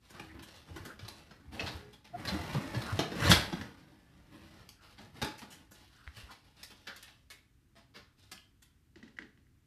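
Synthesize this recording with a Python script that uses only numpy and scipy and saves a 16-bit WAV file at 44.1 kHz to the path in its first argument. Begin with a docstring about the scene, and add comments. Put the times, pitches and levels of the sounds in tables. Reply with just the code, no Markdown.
"""A quiet kitchen, at an open dishwasher. A hand grips the cutlery tray and pulls it out: the rollers
grind, squeak and bump along the rails until the tray crashes into its stop and the cutlery jingles.
The tray is nudged once more, then fingers pick among the spoons with light clicks. Rolling and knocks
are showers of tiny contacts that set the steel tub ringing; spoons and a rack wire ring in their modes."""
import sys
import numpy as np
from scipy import signal
from scipy.fft import rfft, irfft
from scipy.io import wavfile

SR = 44100
rng = np.random.default_rng(int(sys.argv[2]) if len(sys.argv) > 2 else 0)


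def to_wav(sig):
    """Store sig (one row per channel, or 1-D mono) as 16-bit WAV at the path in sys.argv[1].

    Samples outside -1..1 are clipped; the rate is SR.
    """
    pcm = np.clip(np.atleast_2d(sig), -1, 1) * 32767
    pcm = np.round(pcm).astype(np.int16)
    wavfile.write(sys.argv[1], SR, pcm.T)  # frames by channels


N = 426006
TIME = np.arange(N) / SR


def from_db(db):
    """Decibels to gain."""
    return 10 ** (np.asarray(db) / 20)


def rms(x):
    """Root mean square."""
    return np.sqrt(np.mean(x ** 2) + 1e-20)


def band(x, low_hz, high_hz):
    """Band-pass a sound."""
    return signal.sosfilt(signal.butter(3, [low_hz, high_hz], "band", fs=SR, output="sos"), x + 1e-18)


def resonate(x, hz, width_hz, boost_db):
    """Bell EQ: lift one resonance, or scoop it with a negative boost."""
    peak = signal.lfilter(*signal.iirpeak(hz, hz / width_hz, fs=SR), x + 1e-18)
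    return x + (from_db(boost_db) - 1) * peak


def coloured(x, curve):
    """Shape a steady signal with an EQ curve drawn over log frequency; rms 1."""
    hz, db = np.transpose(curve)
    bin_hz = np.fft.rfftfreq(N, 1 / SR)
    gain = from_db(np.interp(np.log(bin_hz + 1e-3), np.log(hz), db))
    shaped = irfft(rfft(x) * gain, N)
    return shaped / rms(shaped)


def add(track, start_s, sound):
    """Mix a sound into the track."""
    start = max(round(start_s * SR), 0)
    track[start:start + len(sound)] += sound[:N - start]


def grains(per_s, spread_db, size):
    """Random contacts of uneven strength and either sign."""
    hits = (rng.random(size) < per_s / SR) * rng.choice([-1, 1], size)
    return hits * from_db(spread_db * np.minimum(rng.exponential(1, size), 4))


def struck(modes, t):
    """Decaying modes, each struck with a slightly different strength."""
    hz, db, t60 = np.transpose(modes)[:, :, None]
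    strike_db = db + 2 * rng.standard_normal(hz.shape)
    return np.sum(from_db(strike_db - 60 * t / t60) * np.sin(2 * np.pi * hz * t), axis=0)


# The bass, body, clack and treble bands. Each row: low edge in Hz, high edge in Hz.
TONE_BANDS = [(130, 400), (400, 1500), (1500, 5000), (5000, 13000)]
# The kitchen's tail. Each entry: T60 in seconds for one of those bands.
KITCHEN_T60 = [0.27, 0.41, 0.36, 0.3]

def space(early_db, early_t60, late_db):
    """Echo pattern: the direct sound, quick reflections between steel walls, then the kitchen's tail."""
    t = TIME[:SR * 2 // 3]
    late = sum(band(rng.standard_normal(len(t)), low, high) * from_db(-60 * t / t60)
               for (low, high), t60 in zip(TONE_BANDS, KITCHEN_T60))
    late *= 1 - np.exp(-t / 0.0043)
    early = rng.standard_normal(len(t)) * (rng.random(len(t)) < .06) * from_db(-60 * t / early_t60)
    echo = from_db(early_db) * early / np.linalg.norm(early)
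    echo += from_db(late_db) * late / np.linalg.norm(late)
    echo[0] += 1
    return echo


# Resonances of tub and tray, plus an EQ dip near 390 Hz.
# Each row: centre in Hz, width in Hz, boost in dB.
TUB_EQ = [(205, 14, 4.5), (319, 5.6, 5), (389, 140, -4), (574.6, 12, 5), (846, 17, 6), (917.6, 10, 2.5),
          (1210, 63, 0.5), (1450, 27, 5), (1740, 110, 4), (1990, 97, 3)]

def tub(x):
    """The tub and tray lift their own pitches out of whatever shakes them; an EQ dips the low mids."""
    for hz, width_hz, boost_db in TUB_EQ:
        x = resonate(x, hz, width_hz, boost_db)
    return x


# EQ of the room tone. Each row: frequency in Hz, relative gain in dB.
ROOM_TONE_EQ = [(15, -31), (25, -6), (60, 6.5), (129, 2), (177, -8.5), (271, -4), (569, -28), (1600, -23),
                (4730, -30.5), (11000, -33.5), (12900, -37), (14000, -29.5)]

def room_tone(level_db=-66.5):
    """The still kitchen: a faint bed of bass-heavy noise."""
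    return from_db(level_db) * coloured(rng.standard_normal(N), ROOM_TONE_EQ)


# The long pull: the tray gets going, rolls evenly, hesitates, then races into its stop.
# Each row: time in seconds, speed in dB relative to even rolling.
PULL_SPEED = [(2.1, -27.5), (2.2, -4.5), (2.235, -6), (2.32, 3), (2.43, -1.5), (2.52, 2), (2.7, -2),
              (2.88, 1), (2.97, 0), (3.1, -6), (3.18, 2.5), (3.25, 13.5), (3.311, 12.5)]
# Short shifts of the tray under the hand or after a jolt.
# Each row: start in seconds, length in seconds, level in dB, load on the rails in dB.
TRAY_SHIFTS = [(0, 0.034, -64.5, -8), (0.119, 0.16, -66, 4), (0.313, 0.081, -76, 17.5),
               (0.454, 0.12, -61, -4), (0.657, 0.24, -66.5, 8), (0.99, 0.22, -63.5, -0.5),
               (1.23, 0.39, -79.5, 13), (1.509, 0.081, -57, 1), (1.595, 0.17, -61, 8),
               (3.268, 0.023, -37, 4.5), (3.51, 0.097, -59, 7.5), (3.69, 0.12, -70.5, 5),
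               (3.852, 0.54, -76, 7), (4.297, 0.33, -67, 2.5), (4.802, .12, -65.5, -5),
               (4.982, 0.041, -65, 5.5), (5.131, 0.17, -63, 3.5), (5.419, 0.21, -73, 3.5),
               (5.726, .1, -64, -7), (5.897, 0.25, -69, -13.5), (6.146, 0.16, -68, -5),
               (6.422, .06, -69, -7), (6.55, .06, -64, -6), (6.74, .37, -68.5, -11.5),
               (8.166, 0.093, -68.5, -16)]

def motion(rolling_db, per_speed, shift_db, per_load, attack_s=0.032, release_db_per_s=99.5):
    """Envelope of one tray layer: it rides the pull's speed; each shift swells, holds and dies away."""
    times, speed_db = np.transpose(PULL_SPEED)
    pulling = (TIME > times[0]) * (TIME < times[-1])
    power = from_db(rolling_db + per_speed * np.interp(TIME, times, speed_db)) ** 2 * pulling
    t = TIME[:2 * SR]
    swell = np.minimum(t / attack_s, 1)
    for start_s, length_s, db, load_db in TRAY_SHIFTS:
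        release_db = release_db_per_s * np.maximum(t - length_s, 0)
        shift = swell * from_db(db + shift_db + per_load * load_db - release_db)
        add(power, start_s, shift ** 2)
    return np.sqrt(power)


# EQs of the moving tray's three layers. Each row: frequency in Hz, relative gain in dB.
RUMBLE_EQ = [(22, -33), (45, -10.5), (70, 2), (120, 0), (200, -3.5), (320, -4), (400, -12.5), (700, -48.5)]
GRIND_EQ = [(250, -22), (420, 5.5), (800, 5.5), (1400, 2), (2100, 0.5), (2800, -12), (4500, -32)]
HISS_EQ = [(1600, -27.5), (2700, 2.5), (4300, 0.5), (5400, -1.5), (6800, -12.5), (10000, -12),
           (14000, -16.5)]
# The mix of rumble, grind and hiss. Each row: level at even rolling in dB, dB gained per dB of speed,
# trim during a shift in dB, dB gained per dB of load.
TRAY_LAYERS = [(-42.5, .78, 5, 1), (-46.5, 1, 1.5, 0.58), (-55.5, 1.15, -0.5, 0)]

def sliding():
    """Rollers and runners cross countless small bumps; the echoes change as the tray travels."""
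    shaking, hop = np.zeros(N), SR // 8
    crossfade = np.sqrt(np.hanning(2 * hop))
    for start in range(-hop, N, hop):
        contacts = grains(per_s=1600, spread_db=3.6, size=2 * hop) * crossfade
        echoes = space(early_db=2.0, early_t60=.05, late_db=-3.5)
        add(shaking, start / SR, signal.fftconvolve(contacts, echoes))
    shaking = tub(shaking)
    return sum(motion(*layer) * coloured(shaking, curve)
               for layer, curve in zip(TRAY_LAYERS, (RUMBLE_EQ, GRIND_EQ, HISS_EQ)))


def rattle(re_hiss_db=-8):
    """Loose cutlery ticks at random against the plastic grid, riding the envelope of the tray's hiss."""
    contacts = grains(per_s=45, spread_db=3, size=N)
    touches = signal.fftconvolve(contacts, space(early_db=0.5, early_t60=.04, late_db=-5))[:N]
    touches = resonate(touches, hz=3500, width_hz=1500, boost_db=6.5)
    touches = band(touches, low_hz=1100, high_hz=9000)
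    return from_db(re_hiss_db) * motion(*TRAY_LAYERS[-1]) * touches / rms(touches)


# The tray clacks on its rails and cutlery shifts in it. Each row: start in seconds, chatter time in
# seconds, level in dB, heft in dB (how much the frame shakes), edge in dB (how hard the parts meet),
# pitch of the struck part in Hz.
TRAY_KNOCKS = [(.095, 0.013, -62.5, 0, -0.5, 1670), (.196, 0.0028, -49, -2, -14, 2600),
               (.393, 0.0027, -58.5, -3, -15, 2840), (.424, 0.0096, -56, -10, -3.5, 3020),
               (.76, 0.0065, -53, 5.5, -7.5, 1510), (.849, .012, -53.5, 3, -3, 1250),
               (.992, .003, -55, -5, -14, 3550), (1.047, 0.0086, -59, -1.5, -20, 3800),
               (1.081, .0045, -49, -8.5, -5.5, 4050), (1.309, 0.0041, -60.5, 2, -16, 1900),
               (1.593, .012, -41, -10.5, -22, 2680), (1.657, 0.014, -42.5, -6.5, -16, 4200),
               (1.928, 0.013, -59.5, -7, -8.5, 3370), (2.041, 0.028, -60, -6, -11, 854),
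               (2.251, 0.0042, -45, -11, -10.5, 1800), (2.272, 0.018, -38, -9.5, -14.5, 4050),
               (2.547, 0.0022, -49, 14, -23, 1180), (2.746, 0.0052, -45.5, 1, -18, 1780),
               (2.818, 0.0038, -47.5, -7, -11, 4150), (2.991, 0.0029, -34.5, 3.5, -13, 695),
               (3.118, .004, -50.5, 6.5, -18, 1670), (3.297, 0.017, -28, -13, -4, 820),
               (3.313, 0.007, -20.5, -9, -13, 3400), (3.524, 0.0078, -47, 9.5, -18, 755),
               (3.612, 0.0018, -49.5, 1.5, -16, 1750), (4.69, .001, -57, -23, -2, 5340),
               (4.972, 0.017, -57.5, -1, -16, 870), (5.217, .0055, -37.5, 0, -10.5, 860),
               (5.246, 0.0028, -45.5, 3, -6.5, 580), (5.376, 0.018, -55.5, -27.5, -3, 830),
               (5.415, 0.013, -53.5, 2, -12, 845), (5.5, 0.029, -57.5, -17, -1, 3100),
               (5.708, .019, -66, 5, 4.5, 1500), (6.145, 0.052, -56, -13.5, -8.5, 2880),
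               (6.304, 0.016, -55.5, -10, -8.5, 1020), (6.63, 0.0061, -51, -21, -1.5, 5040),
               (6.699, .015, -57.5, -7, -8.5, 3080), (6.867, 0.017, -46, -11.5, -14.5, 1560),
               (6.962, 0.0041, -56, -15, -3.5, 3300), (7.027, 0.0039, -55, -23, -2.5, 2910),
               (7.075, 0.0097, -59.5, -16.5, -26, 2760), (7.301, 0.012, -52, -17.5, -5.5, 2180),
               (7.755, 0.032, -65.5, -3.5, -10, 698), (7.939, 0.03, -54.5, -8.5, -15.5, 1110),
               (8.315, 0.0089, -50, -11, -3, 4980), (8.621, 0.0077, -65.5, -17.5, 0.5, 3280)]

def knocks(first_touch=0.87, part_q=8):
    """Each knock is a first touch and a dying chatter of loose parts, which set the tub ringing."""
    out, t = np.zeros(N), TIME[:SR * 2 // 3]
    attack = round(.03 * SR)
    for start_s, chatter_s, level_db, heft_db, edge_db, part_hz in TRAY_KNOCKS:
        contacts = grains(per_s=2200, spread_db=4.5, size=len(t))
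        contacts *= t / chatter_s * np.exp(-2 * t / chatter_s)
        contacts /= np.linalg.norm(contacts) + 1e-9
        contacts[0] += first_touch * np.exp(-chatter_s / 0.0063)   # a long chatter begins softly
        # every knock comes from another spot, with echoes of its own
        echoes = space(early_db=2.5, early_t60=.06, late_db=-0.5)
        knock = tub(signal.fftconvolve(contacts, echoes)[:len(t)])
        knock = resonate(knock, part_hz, width_hz=part_hz / part_q, boost_db=7.5)
        knock = resonate(knock, hz=11100, width_hz=3900, boost_db=-3)
        # heft fills the bass and part of the body; a hard edge adds treble
        body_db = -0.5 + .55 * heft_db
        for (low, high), band_db in zip(TONE_BANDS, (heft_db, body_db, 0, edge_db)):
            layer = band(knock, low, high)
            add(out, start_s, from_db(level_db + band_db) * layer / rms(layer[:attack]))
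    return out


# Short hoarse tones: plastic rubbing, and one dish ringing briefly at 566 Hz. Each row: midpoint in
# seconds, half length in seconds, level in dB, pitch in Hz, glide in octaves per half length.
RUBS_AND_DISH_RING = [(0.31, .018, -57, 1900, -0.02), (0.166, 0.024, -56, 1315, 0),
                      (0.903, 0.034, -53.5, 1440, .17), (1.618, 0.057, -47, 566, 0.02),
                      (2.894, 0.035, -42, 1293, -0.093), (3.232, 0.02, -37, 1550, 0.21),
                      (3.269, .025, -37, 3980, 0.1), (4.847, 0.065, -64.5, 1337, -0.101),
                      (6.31, .025, -54.5, 1123, -.2), (6.001, 0.081, -66.5, 1453, -0.13),
                      (6.903, .025, -49, 1595, 0)]

def rubs_and_dish_ring(roughness_hz=230):
    """Narrow bands of noise: the hoarse whistle of plastic sticking and slipping, and a dish's ring."""
    out = np.zeros(N)
    smoothing = signal.butter(2, roughness_hz, fs=SR, output="sos")
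    for middle_s, half_s, db, hz, glide in RUBS_AND_DISH_RING:
        u = np.arange(-3 * half_s, 3 * half_s, 1 / SR) / half_s   # half lengths from the midpoint
        flutter = signal.sosfilt(smoothing, rng.standard_normal((2, len(u))))
        phase = 2 * np.pi * np.cumsum(hz * 2 ** (glide * u)) / SR
        tone = flutter[0] * np.cos(phase) + flutter[1] * np.sin(phase)
        add(out, middle_s + u[0] * half_s, from_db(db) * np.exp(-u * u) * tone / rms(tone))
    return out


# Heavier bumps of the rollers and frame. Each row: start in seconds, level in dB, pitch in Hz.
ROLLER_BUMPS = [(0.706, -40, 87), (.799, -41.5, 90.5), (1.025, -41.5, 107), (1.477, -43, 73.4),
                (1.631, -36, 88), (1.745, -38, 79), (2.316, -30.5, 196), (2.344, -32, 310),
                (2.556, -28, 126), (2.762, -27, 120), (2.924, -27.5, 100), (2.989, -37, 114),
                (3.296, -19, 176.6), (3.321, -31.5, 72.5), (3.526, -32, 176), (3.59, -39, 85),
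                (5.221, -39, 72), (6.071, -41, 70), (6.168, -47, 110), (6.231, -45.5, 63)]

def bumps(rise_s=.011, trim_db=-1):
    """The loaded tray bounces for a few cycles on its rails."""
    out, t = np.zeros(N), TIME[:SR // 4]
    envelope = t / rise_s * np.exp(1 - t / rise_s)
    for start_s, db, hz in ROLLER_BUMPS:
        add(out, start_s, from_db(db + trim_db) * envelope * np.sin(2 * np.pi * hz * t))
    return out


# The ring of spoons and forks. Each row: pitch in Hz, relative level in dB, T60 in seconds.
CUTLERY_MODES = [(2550, -3.5, 0.091), (2600, 1.5, 0.091), (2880, 0, 0.18), (3030, 0.5, 0.19),
                 (3190, 1.5, 0.3), (4090, 0.5, .18), (4220, -2.5, 0.15), (4570, -5, .26), (4870, -5, .28),
                 (5300, -5, .22)]
# Pieces of cutlery touching. Each row: start in seconds, level in dB, pitch of the piece in Hz.
CUTLERY_CLINKS = [(1.596, -37.5, 2560), (1.663, -49, 4200), (2.275, -45, 4160), (3.32, -32, 4240),
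                  (3.373, -47, 3360), (4.69, -72, 5400), (8.319, -66.5, 5000), (8.378, -58.5, 2910)]

def clinks(reach_octaves=0.098):
    """A touch rings the modes near the pitch of that piece of cutlery."""
    out, t = np.zeros(N), TIME[:SR // 2]
    hz, mode_db, t60 = np.transpose(CUTLERY_MODES)
    for start_s, db, piece_hz in CUTLERY_CLINKS:
        falloff_db = 10 * np.log10(1 + (np.log2(hz / piece_hz) / reach_octaves) ** 4)
        modes = np.column_stack([hz, mode_db - falloff_db, t60])
        add(out, start_s, from_db(db) * struck(modes, t))
    return out


def buzzing(ring, depth_db=-8):
    """Loose metal chatters against the tray while it rings, which roughens its tones."""
    chatter = band(rng.standard_normal(N), low_hz=18, high_hz=110)
    return ring * (1 + from_db(depth_db) * chatter / rms(chatter))


# Squeaking rollers. Each row: midpoint in seconds, half length in seconds, level in dB, pitch in Hz.
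ROLLER_SQUEAKS = [(1.854, 0.071, -54.5, 415), (2.152, 0.012, -34, 707), (2.2, 0.008, -49, 720),
                  (2.603, 0.0463, -57, 416)]

def squeaks(octave_db=-22, glide=0.014):
    """A roller sticks and slips: a nearly pure, slightly rising tone."""
    out = np.zeros(N)
    for middle_s, half_s, db, hz in ROLLER_SQUEAKS:
        u = np.arange(-3 * half_s, 3 * half_s, 1 / SR) / half_s   # half lengths from the midpoint
        phase = 2 * np.pi * np.cumsum(hz * (1 + glide * u)) / SR
        tone = np.sin(phase) + from_db(octave_db) * np.sin(2 * phase)
        add(out, middle_s + u[0] * half_s, from_db(db) * np.exp(-u * u) * tone)
    return out


# The brief ring of a tick. Each row: pitch in Hz, relative level in dB, T60 in seconds.
TICK_RING = [(1720, 6.5, 0.028), (1910, 9.5, 0.046), (2940, 0.5, 0.027), (4670, -11, 0.019)]
# Small dry ticks close by. Each row: start in seconds, peak in dB, swell in seconds, tray thud in dB.
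CLOSE_TICKS = [(6.069, -44, 0.00023, -84), (6.0765, -33.5, 0.00032, -80), (8.957, -47, 0.0021, -54),
               (9.028, -45, 0.0022, -54), (9.077, -53, 0.0029, -60.5), (9.168, -49.5, 0.0048, -71.5),
               (9.1872, -27.5, 0.0011, -50.5), (9.222, -41.5, 0.0014, -57), (9.375, -58, 0.0011, -69),
               (9.468, -62.5, .001, -79.5)]

def ticks(thud_t60=0.32, crack_db=-10):
    """A contact swells and lets go within milliseconds: a pitched tick, a small crack, a tray thud."""
    out, t = np.zeros(N), TIME[:SR // 3]
    for start_s, db, swell_s, thud_db in CLOSE_TICKS:
        crack = band(rng.standard_normal(len(t)), low_hz=500, high_hz=5860)
        tick = struck(TICK_RING, t) + from_db(crack_db) * crack / rms(crack)
        tick *= t / swell_s * np.exp(-t / swell_s)
        add(out, start_s, from_db(db) * tick / np.abs(tick).max())
        shake = tub(rng.standard_normal(len(t)))
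        thud = band(shake, low_hz=187, high_hz=380)
        thud += from_db(-23) * band(shake, low_hz=500, high_hz=4710)
        add(out, start_s, from_db(thud_db - 60 * t / thud_t60) * thud / rms(thud))
    return out


# The ring of a rack wire. Each row: pitch in Hz, relative level in dB, T60 in seconds.
WIRE_MODES = [(677, 3, 0.21), (1260, -6, 0.25), (1850, -4.5, .27), (2480, -9, 0.28), (3203, -9, 0.33),
              (4204, -8.5, 0.41), (5000, -11.5, 0.36), (8306, -11, .26)]
# The pluck of that wire. Each row: start in seconds, level in dB.
WIRE_TWANGS = [(7.755, -61)]

def twang():
    """A plucked wire of the rack rings out in its inharmonic modes."""
    out, t = np.zeros(N), TIME[:SR // 2]
    for start_s, db in WIRE_TWANGS:
        add(out, start_s, from_db(db) * struck(WIRE_MODES, t))
    return out


def scene():
    """Mono mix: small close sounds with little echo, the room tone and the tray."""
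    close = ticks() + rubs_and_dish_ring() + buzzing(clinks() + twang())
    close = signal.fftconvolve(close, space(early_db=-14, early_t60=0.081, late_db=-11.5))[:N]
    bed = room_tone()
    tray = knocks() + sliding() + rattle() + bumps() + squeaks()
    return (close + bed + tray)[None]


def record(dry):
    """A steep low-pass takes off the very top."""
    cutoff_hz = 14100
    return signal.sosfilt(signal.ellip(12, .2, 80, cutoff_hz, fs=SR, output="sos"), dry)


dry = scene()
out = record(dry)
to_wav(out)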